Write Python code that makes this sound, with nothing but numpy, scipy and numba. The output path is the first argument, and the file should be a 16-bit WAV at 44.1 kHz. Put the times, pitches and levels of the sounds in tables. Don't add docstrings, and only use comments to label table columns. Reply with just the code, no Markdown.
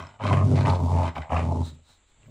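import sys
import numpy as np
from scipy import signal
from scipy.fft import rfft, irfft, next_fast_len
from scipy.io import wavfile
from numba import njit

SR = 44100
rng = np.random.default_rng(int(sys.argv[2]) if len(sys.argv) > 2 else 0)


def gain_from_db(level_db):
    decades = np.asarray(level_db, float) / 20
    return 10 ** decades


def pcm_store(signal):
    levels = np.round(np.clip(np.atleast_2d(signal), -1, 1) * 32767)
    wavfile.write(sys.argv[1], SR, levels.astype(np.int16).T)


N = 101429

# time in seconds, rate in Hz.
FLAP_RATE = [(0, 86.35), (.2, 107.7), (.25, 99.08), (.32, 95.9), (.48, 95.67), (.54, 98.33), (.65, 97.7),
             (.72, 92.98), (.79, 86.89), (1, 87.64), (1.1, 84.73), (1.14, 76.27), (1.3, 77.97),
             (1.35, 85.22), (1.6, 84.5), (1.66, 78.97), (1.85, 80.02), (2.3, 111.1)]
# time in seconds, chest level in dB, rasp over chest in dB,
# throat resonance in Hz, mouth opening in dB.
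FADING_GROWL = [
    (0.0, -38, 4.5, 1000, 1.5),
    (0.046, -47, -1, 1070, -2.5),
    (0.088, -57, 6, 950, 3),
    (0.16, -61.5, 6, 890, 5),
    (0.185, -66.5, 4, 985, -14),
]
BITING_GROWL = [
    (0.197, -47, 13.5, 703, -6),
    (0.238, -27, -9.5, 1060, -9),
    (.341, -21, -7.5, 1031, -17.5),
    (0.423, -21, -9, 1109, -54.5),
    (0.451, -17, -41.5, 703, -46.5),
    (.485, -22.5, -15.5, 630, -26.5),
    (.533, -22.5, -22, 620, -29),
    (.577, -22.5, -5.5, 790, -20.5),
    (0.629, -27, -13, 970, -14.5),
]
GRUMBLE = [
    (0.647, -23.5, -3.5, 964, -39),
    (0.662, -21.5, -6, 850, -17.5),
    (0.718, -21.5, -4.5, 918, -23),
    (0.781, -29, -4, 920, -22),
    (0.854, -20, -14, 928, -41),
    (.91, -21.5, -10, 867, -32),
    (0.949, -21.5, -8, 890, -34),
    (1.014, -23.5, -2.5, 835, -26),
    (1.092, -31.5, -9, 994, -5),
    (1.123, -67, -12, 945, 5),
]
PANT = [
    (1.139, -46, 0, 825, -14),
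    (1.16, -39, -4.5, 798, -2.5),
    (1.186, -33.5, -3, 782, -6),
    (1.198, -31.5, -11, 770, -34),
    (1.222, -44, -1, 800, 8),
    (1.277, -65, 21.5, 820, -18),
    (1.287, -74.5, 17.5, 866, -7),
]
SNARL = [
    (1.296, -34.5, 5, 760, -22),
    (1.333, -22.5, 4, 746, -24),
    (1.369, -24.5, -1.5, 704, -17.5),
    (1.419, -26, -5.5, 850, -22),
    (1.498, -27, -7.5, 890, -35),
    (1.614, -25, -13.5, 890, -34.5),
    (1.65, -38, -20, 690, -32),
    (1.77, -51.5, -19.5, 744, -39),
    (1.825, -59, -31, 824, -50),
    (1.86, -83, 10, 974, -5),
]
MUTTER = [
    (2.05, -92, -7, 890, -2),
    (2.17, -71.5, -6.5, 890, -22.5),
    (2.26, -58, -9, 644, -5),
    (2.285, -48.5, -32, 615, -25),
    (2.3, -52.5, -1, 640, -27),
]
# centre in Hz, width in Hz, level in dB.
CHEST = [(138.4, 12.4, -5), (196.2, 52, -13.5), (241, 28.6, -8), (426.5, 63, -16), (614, 205, -15)]
# centre in Hz, width in Hz, level in dB.
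THROAT = [(530, 54, -9.5), (649.4, 66, -5), (890, 220, -11.5), (1265, 150, -12)]
# centre in Hz, width in Hz, level in dB.
MOUTH = [(1440, 284, 1), (2005, 161, -2), (2275, 110, -5), (3025, 115, -7), (3660, 510, -7),
         (4740, 440, -17.5)]
# frequency in Hz, level in dB.
TEETH_HISS = [(1500, -4.5), (3500, 0.5), (5500, -0.5), (7500, -1), (10000, -7.5), (11800, -21.5),
              (13000, -58), (15500, -54.5)]
# centre in seconds, length in seconds, level in dB.
SNIFFS = [
    (1.669, 0.072, -47.5),
    (1.746, 0.026, -64.5),
    (1.906, 0.11, -60.5),
    (2.093, 0.05, -71.5),
]
# centre in Hz, width in Hz, level in dB.
NOSE = [(1126, 460, -6.5), (3900, 270, 1.5), (7660, 2400, -4), (9500, 890, -12.5), (14400, 1500, -19)]
# start in seconds, level in dB, ring in Hz.
TAG_TICKS = [
    (0.025, -46, 5630),
    (0.069, -45.5, 5220),
    (2.232, -54, 2700),
]
# frequency in Hz, level in dB.
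ROOM_HISS = [(30, 1), (90, -13.5), (300, -15), (1500, -20), (3800, -20), (5500, -38.5), (7600, -14),
             (9000, -37.5), (11500, -43.5), (12500, -69.5)]
# time in seconds, peak in dB.
CATCHES = [(0.206, -29.5), (0.251, -14.5), (0.271, -26), (0.308, -12.5), (0.423, -20.5), (0.536, -24),
           (0.569, -33), (0.7, -18), (0.881, -22), (0.983, -18), (1.011, -29.5), (1.039, -25),
           (1.061, -30.5), (1.163, -20), (1.18, -22.5), (1.3, -15.5), (1.328, -10), (1.361, -11.5),
           (1.514, -26.5), (2.278, -45.5)]
# time in seconds, level against the folds in dB.
RATTLE = [(0, 3.5), (.2, 2.5), (.3, 3), (.45, -2.5), (.5, 6.5), (.6, 4.5), (.75, -4.5), (.81, 1.5),
          (.86, -7.5), (.97, -3), (1.05, -2.5), (1.2, 0), (1.35, -5), (1.48, 0.5), (1.56, 3), (1.66, -2.5),
          (1.83, -1.5), (2.22, 0.5), (2.28, 4)]
# centre in seconds, depth in dB (below zero the tone swells),
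# length in seconds.
STUMBLES = [(0.269, 12, 0.0067), (0.34, 14, 0.0071), (0.388, 1.5, .02), (0.475, 16.5, 0.014),
            (0.57, 2.5, 0.0097), (.588, -3, 0.018), (0.62, 1.5, 0.018), (0.67, 29, 0.014),
            (0.866, 2.5, 0.048), (0.887, 7, 0.032), (1.402, 22.5, 0.0067), (1.448, 31, 0.0081),
            (1.549, 10, 0.016)]
# start in seconds, peak in dB, dying time in seconds, brightness in dB.
GUSTS = [(0.19, -45.5, 0.015, 4), (0.2033, -34, 0.0094, -23.5), (0.2267, -30.5, 0.014, -6),
         (0.264, -25, 0.017, 9), (0.3, -58.5, 0.017, -28), (0.3285, -21.5, 0.014, -24),
         (0.3694, -31, 0.034, -1), (0.555, -31, 0.017, 13.5), (0.569, -35, 0.045, 9), (0.6, -30, 0.019, 11),
         (0.6517, -19.5, 0.011, 1.5), (0.696, -20, 0.005, 17), (0.7476, -31.5, 0.0089, 16.5),
         (0.8818, -59, 0.017, 10), (0.934, -41.5, 0.045, 2), (0.965, -40.5, 0.036, 3.5),
         (1.026, -38, 0.028, 11), (1.1566, -29.5, 0.015, 3.5), (1.2245, -41.5, 0.024, -2),
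         (1.294, -37, 0.021, -7), (1.3135, -33.5, 0.021, -20.5), (1.3287, -34, 0.034, -17.5),
         (1.3622, -22.5, 0.018, 0), (1.4026, -32.5, 0.017, 2), (1.439, -48, 0.038, 1.5)]
# centre in Hz, width in Hz, level in dB.
GUST_MOUTH = [(1600, 190, -3.5), (2054, 294, 0.5), (2442, 266, 0), (3020, 270, -8)]
# time in seconds, level against the folds in dB.
TOP_AIR = [(0, -37), (.1, -52), (.4, -65), (.46, -55.5), (.78, -52), (1.08, -58.5), (1.17, -36),
           (1.25, -67), (1.6, -71), (2.2, -70), (2.25, -33)]


def rms_one(x):
    return x / np.sqrt(np.mean(x ** 2) + 1e-20)


def in_time(rows):
    s, *columns = np.transpose(rows)
    return [np.interp(np.arange(N) / SR, s, c) for c in columns]


def drift(rate_hz):
    r = np.exp(-2 * np.pi * rate_hz / SR)
    noise = rng.standard_normal(N + SR)
    return rms_one(signal.lfilter([1], [1, -2 * r, r * r], noise)[SR:])


def coloured(points):
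    hz, db = np.transpose(points)
    grid = np.arange(1, N // 2 + 2) * SR / N
    shape = gain_from_db(np.interp(np.log(grid), np.log(hz), db))
    return rms_one(irfft(rfft(rng.standard_normal(N)) * shape, N))


def cut(x, hz, kind, order):
    return signal.sosfilt(signal.butter(order, hz, kind, fs=SR, output="sos"), x)


@njit
def sweep(x, cosine, r):
    y = np.zeros(len(x))
    for i in range(2, len(x)):
        y[i] = x[i] - x[i - 2] + 2 * r * cosine[i] * y[i - 1] - r * r * y[i - 2]
    return y


def resonances(x, table):
    out = np.zeros(len(x))
    for k, (hz, wide_hz, db) in enumerate(table):
        cosine = np.cos(2 * np.pi * hz / SR) + 0 * x
        ring = sweep(x, cosine, np.exp(-np.pi * wide_hz / SR))
        out += (-1) ** k * gain_from_db(db) * rms_one(ring)
    return out


def chest_tone(turns):
    t = np.arange(N) / SR
    wave = np.cos(2 * np.pi * turns) + gain_from_db(-13.5) * np.cos(4 * np.pi * turns)
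    tone = rms_one(gain_from_db(0.8 * drift(35)) * wave)
    dip_db = sum(db * np.exp(-(2 * (t - s) / length) ** 2) for s, db, length in STUMBLES)
    return gain_from_db(1) * tone * gain_from_db(-dip_db)


def flaps(turns):
    strength = gain_from_db(2.4 * rng.standard_normal(N // 100))[turns.astype(int)]
    kicks = rms_one(np.diff(np.floor(turns), prepend=0) * strength)
    rest, sharpness, lag_turns = 0.46, 1.15, 0.19
    opening = np.exp(sharpness * (np.cos(2 * np.pi * (turns - lag_turns)) - 1))
    gate = strength * (rest + opening)
    breath = rms_one(gate * rng.standard_normal(N))
    breath_share = 0.28
    folds = np.sqrt(1 - breath_share) * kicks + np.sqrt(breath_share) * breath
    return folds, breath, gate


def chest_rattle(folds, breath):
    body = cut(resonances(folds + 0.84 * breath, CHEST), 600, "low", order=3)
    return gain_from_db(in_time(RATTLE)[0]) * gain_from_db(-1) * body


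def throat_rasp(folds, rasp_db, throat_hz, open_db):
    t = np.arange(N) / SR
    catch = sum(gain_from_db(db - 2) * (t >= s) * np.exp(-np.abs(t - s) / 0.0059) for s, db in CATCHES)
    rasp = gain_from_db(rasp_db) * folds + catch * rng.standard_normal(N)
    throat = resonances(rasp, THROAT) + resonances(rasp, [(throat_hz, 84, -4.5)])
    jaws = np.clip(np.maximum((throat_hz - 930) / 120, (open_db + 30.5) / 12), 0, 1)
    wide = cut(throat, 1400, "low", order=8)
    narrow = cut(throat, 1060, "low", order=8)
    throat = jaws * wide + (1 - jaws) * narrow
    return np.std(rasp) * cut(throat, 714, "high", order=2)


def mouth_breath(breath, throat_hz):
    puffs = breath * gain_from_db(-7.5 + 0.88 * drift(19))
    lift_hz = np.maximum(throat_hz - 900, 0)
    mouth = np.zeros(N)
    for hz, wide_hz, db in MOUTH:
        centre_hz = hz + lift_hz * (hz > 2200)
        ring = resonances(puffs, [(centre_hz, wide_hz, 0)])
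        mouth += resonances(ring, [(centre_hz, 3 * wide_hz, db)])
    return cut(np.std(puffs) * mouth, 10000, "low", order=3)


def teeth_hiss(gate, open_db):
    return gain_from_db(-31 + 0.22 * (open_db + 26.5)) * rms_one((gate + 0.5) * coloured(TEETH_HISS))


def top_air():
    air = rms_one(cut(rng.standard_normal(N), [13300, 15700], "band", order=4))
    return gain_from_db(in_time(TOP_AIR)[0] + 2 * drift(5)) * air


def dog():
    lull = [(1.9, -63.5, 0.0055, 780, -1.6)]
    voice = FADING_GROWL + BITING_GROWL + GRUMBLE + PANT + SNARL + lull + MUTTER
    level_db, rasp_db, throat_hz, open_db = in_time(voice)
    turns = np.cumsum(in_time(FLAP_RATE)[0] * (1 + 0.03 * drift(44)) / SR)
    folds, breath, gate = flaps(turns)
    voiced = chest_tone(turns) + chest_rattle(folds, breath)
    voiced = voiced + gain_from_db(open_db) * mouth_breath(breath, throat_hz)
    voiced = voiced + teeth_hiss(gate, open_db) + top_air()
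    throat = throat_rasp(folds, level_db + rasp_db, throat_hz, open_db)
    bursts = gusts((gate + 0.55) * rng.standard_normal(N))
    return cut(throat + bursts + gain_from_db(level_db) * voiced, 70.1, "high", order=8)


def room_hiss():
    return gain_from_db(-66 + 1.8 * drift(13.0)) * coloured(ROOM_HISS)


def rumble():
    return gain_from_db(-67.5) * rms_one(cut(rng.standard_normal(N), [25, 65], "band", order=2))


def tag():
    t = np.arange(N) / SR
    t60_s = 0.019
    return sum(gain_from_db(db - 60 * np.abs(t - s) / t60_s) * (t > s) * np.sin(2 * np.pi * hz * t)
               for s, db, hz in TAG_TICKS)


def gusts(breath):
    t = np.arange(N) / SR
    low = rms_one(resonances(breath, [(hz, 1.6 * wide_hz, db) for hz, wide_hz, db in GUST_MOUTH]))
    high = rms_one(resonances(breath, [(hz, 3.2 * wide_hz, db) for hz, wide_hz, db in MOUTH[4:]]))
    attack_s, level_db = 0.0016, -9
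    out = np.zeros(N)
    for s, db, dying_s, bright_db in GUSTS:
        age = np.clip(t - s, 0, 0.3)
        swell = (1 - np.exp(-age / attack_s)) * np.exp(-age / max(dying_s, 0.004))
        out += gain_from_db(db + level_db) * swell * (low + gain_from_db(bright_db - 14.5) * high)
    return cut(cut(out, 950, "high", order=3), 6500, "low", order=3)


def sniffs():
    t = np.arange(N) / SR
    shape = sum(gain_from_db(db) * np.exp(-(2 * (t - s) / length) ** 2) for s, length, db in SNIFFS)
    return shape * gain_from_db(0.62 * drift(52)) * rms_one(resonances(rng.standard_normal(N), NOSE))


def room(x):
    t60_s, wall_cut_hz = 0.24, 8600
    size = next_fast_len(N + SR)
    w = 2 * np.pi * np.arange(size // 2 + 1) / size
    dull = 1 / (1 + 1j * w * SR / (2 * np.pi * wall_cut_hz))
    out = [0, 0]
    for k, lag_s in enumerate(rng.uniform(0.008, 0.03, 16)):
        loop = gain_from_db(-60 * lag_s / t60_s) * dull * np.exp(-1j * w * lag_s * SR)
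        out[k % 2] = out[k % 2] + (-1) ** (k // 2) * loop / (1 - loop)
    return irfft(np.array(out) * rfft(x, size), size)[:, :N]


def scene():
    near = dog() + room_hiss() + tag() + sniffs()
    left, right = room(near)
    side = gain_from_db(-25) * cut(left - right, [330, 1300], "band", order=5)
    side = side + gain_from_db(-18.5) * cut(left - right, 5770, "high", order=7)
    side = side + gain_from_db(-12) * np.roll(cut(near, 10500, "high", order=6), 300)
    mid = near + gain_from_db(-12.5) * cut(left + right, 118, "high", order=2) / 2 + rumble()
    return np.array([mid + side, mid - side])


def roll_off(x):
    return signal.sosfilt(signal.butter(12, 15710, fs=SR, output="sos"), x)


def record(dry):
    notched = cut(dry, [11300, 13200], "bandstop", order=4)
    mix = cut(notched, 15600, "low", order=12)
    return roll_off(mix)


dry = scene()
out = record(dry)
pcm_store(out)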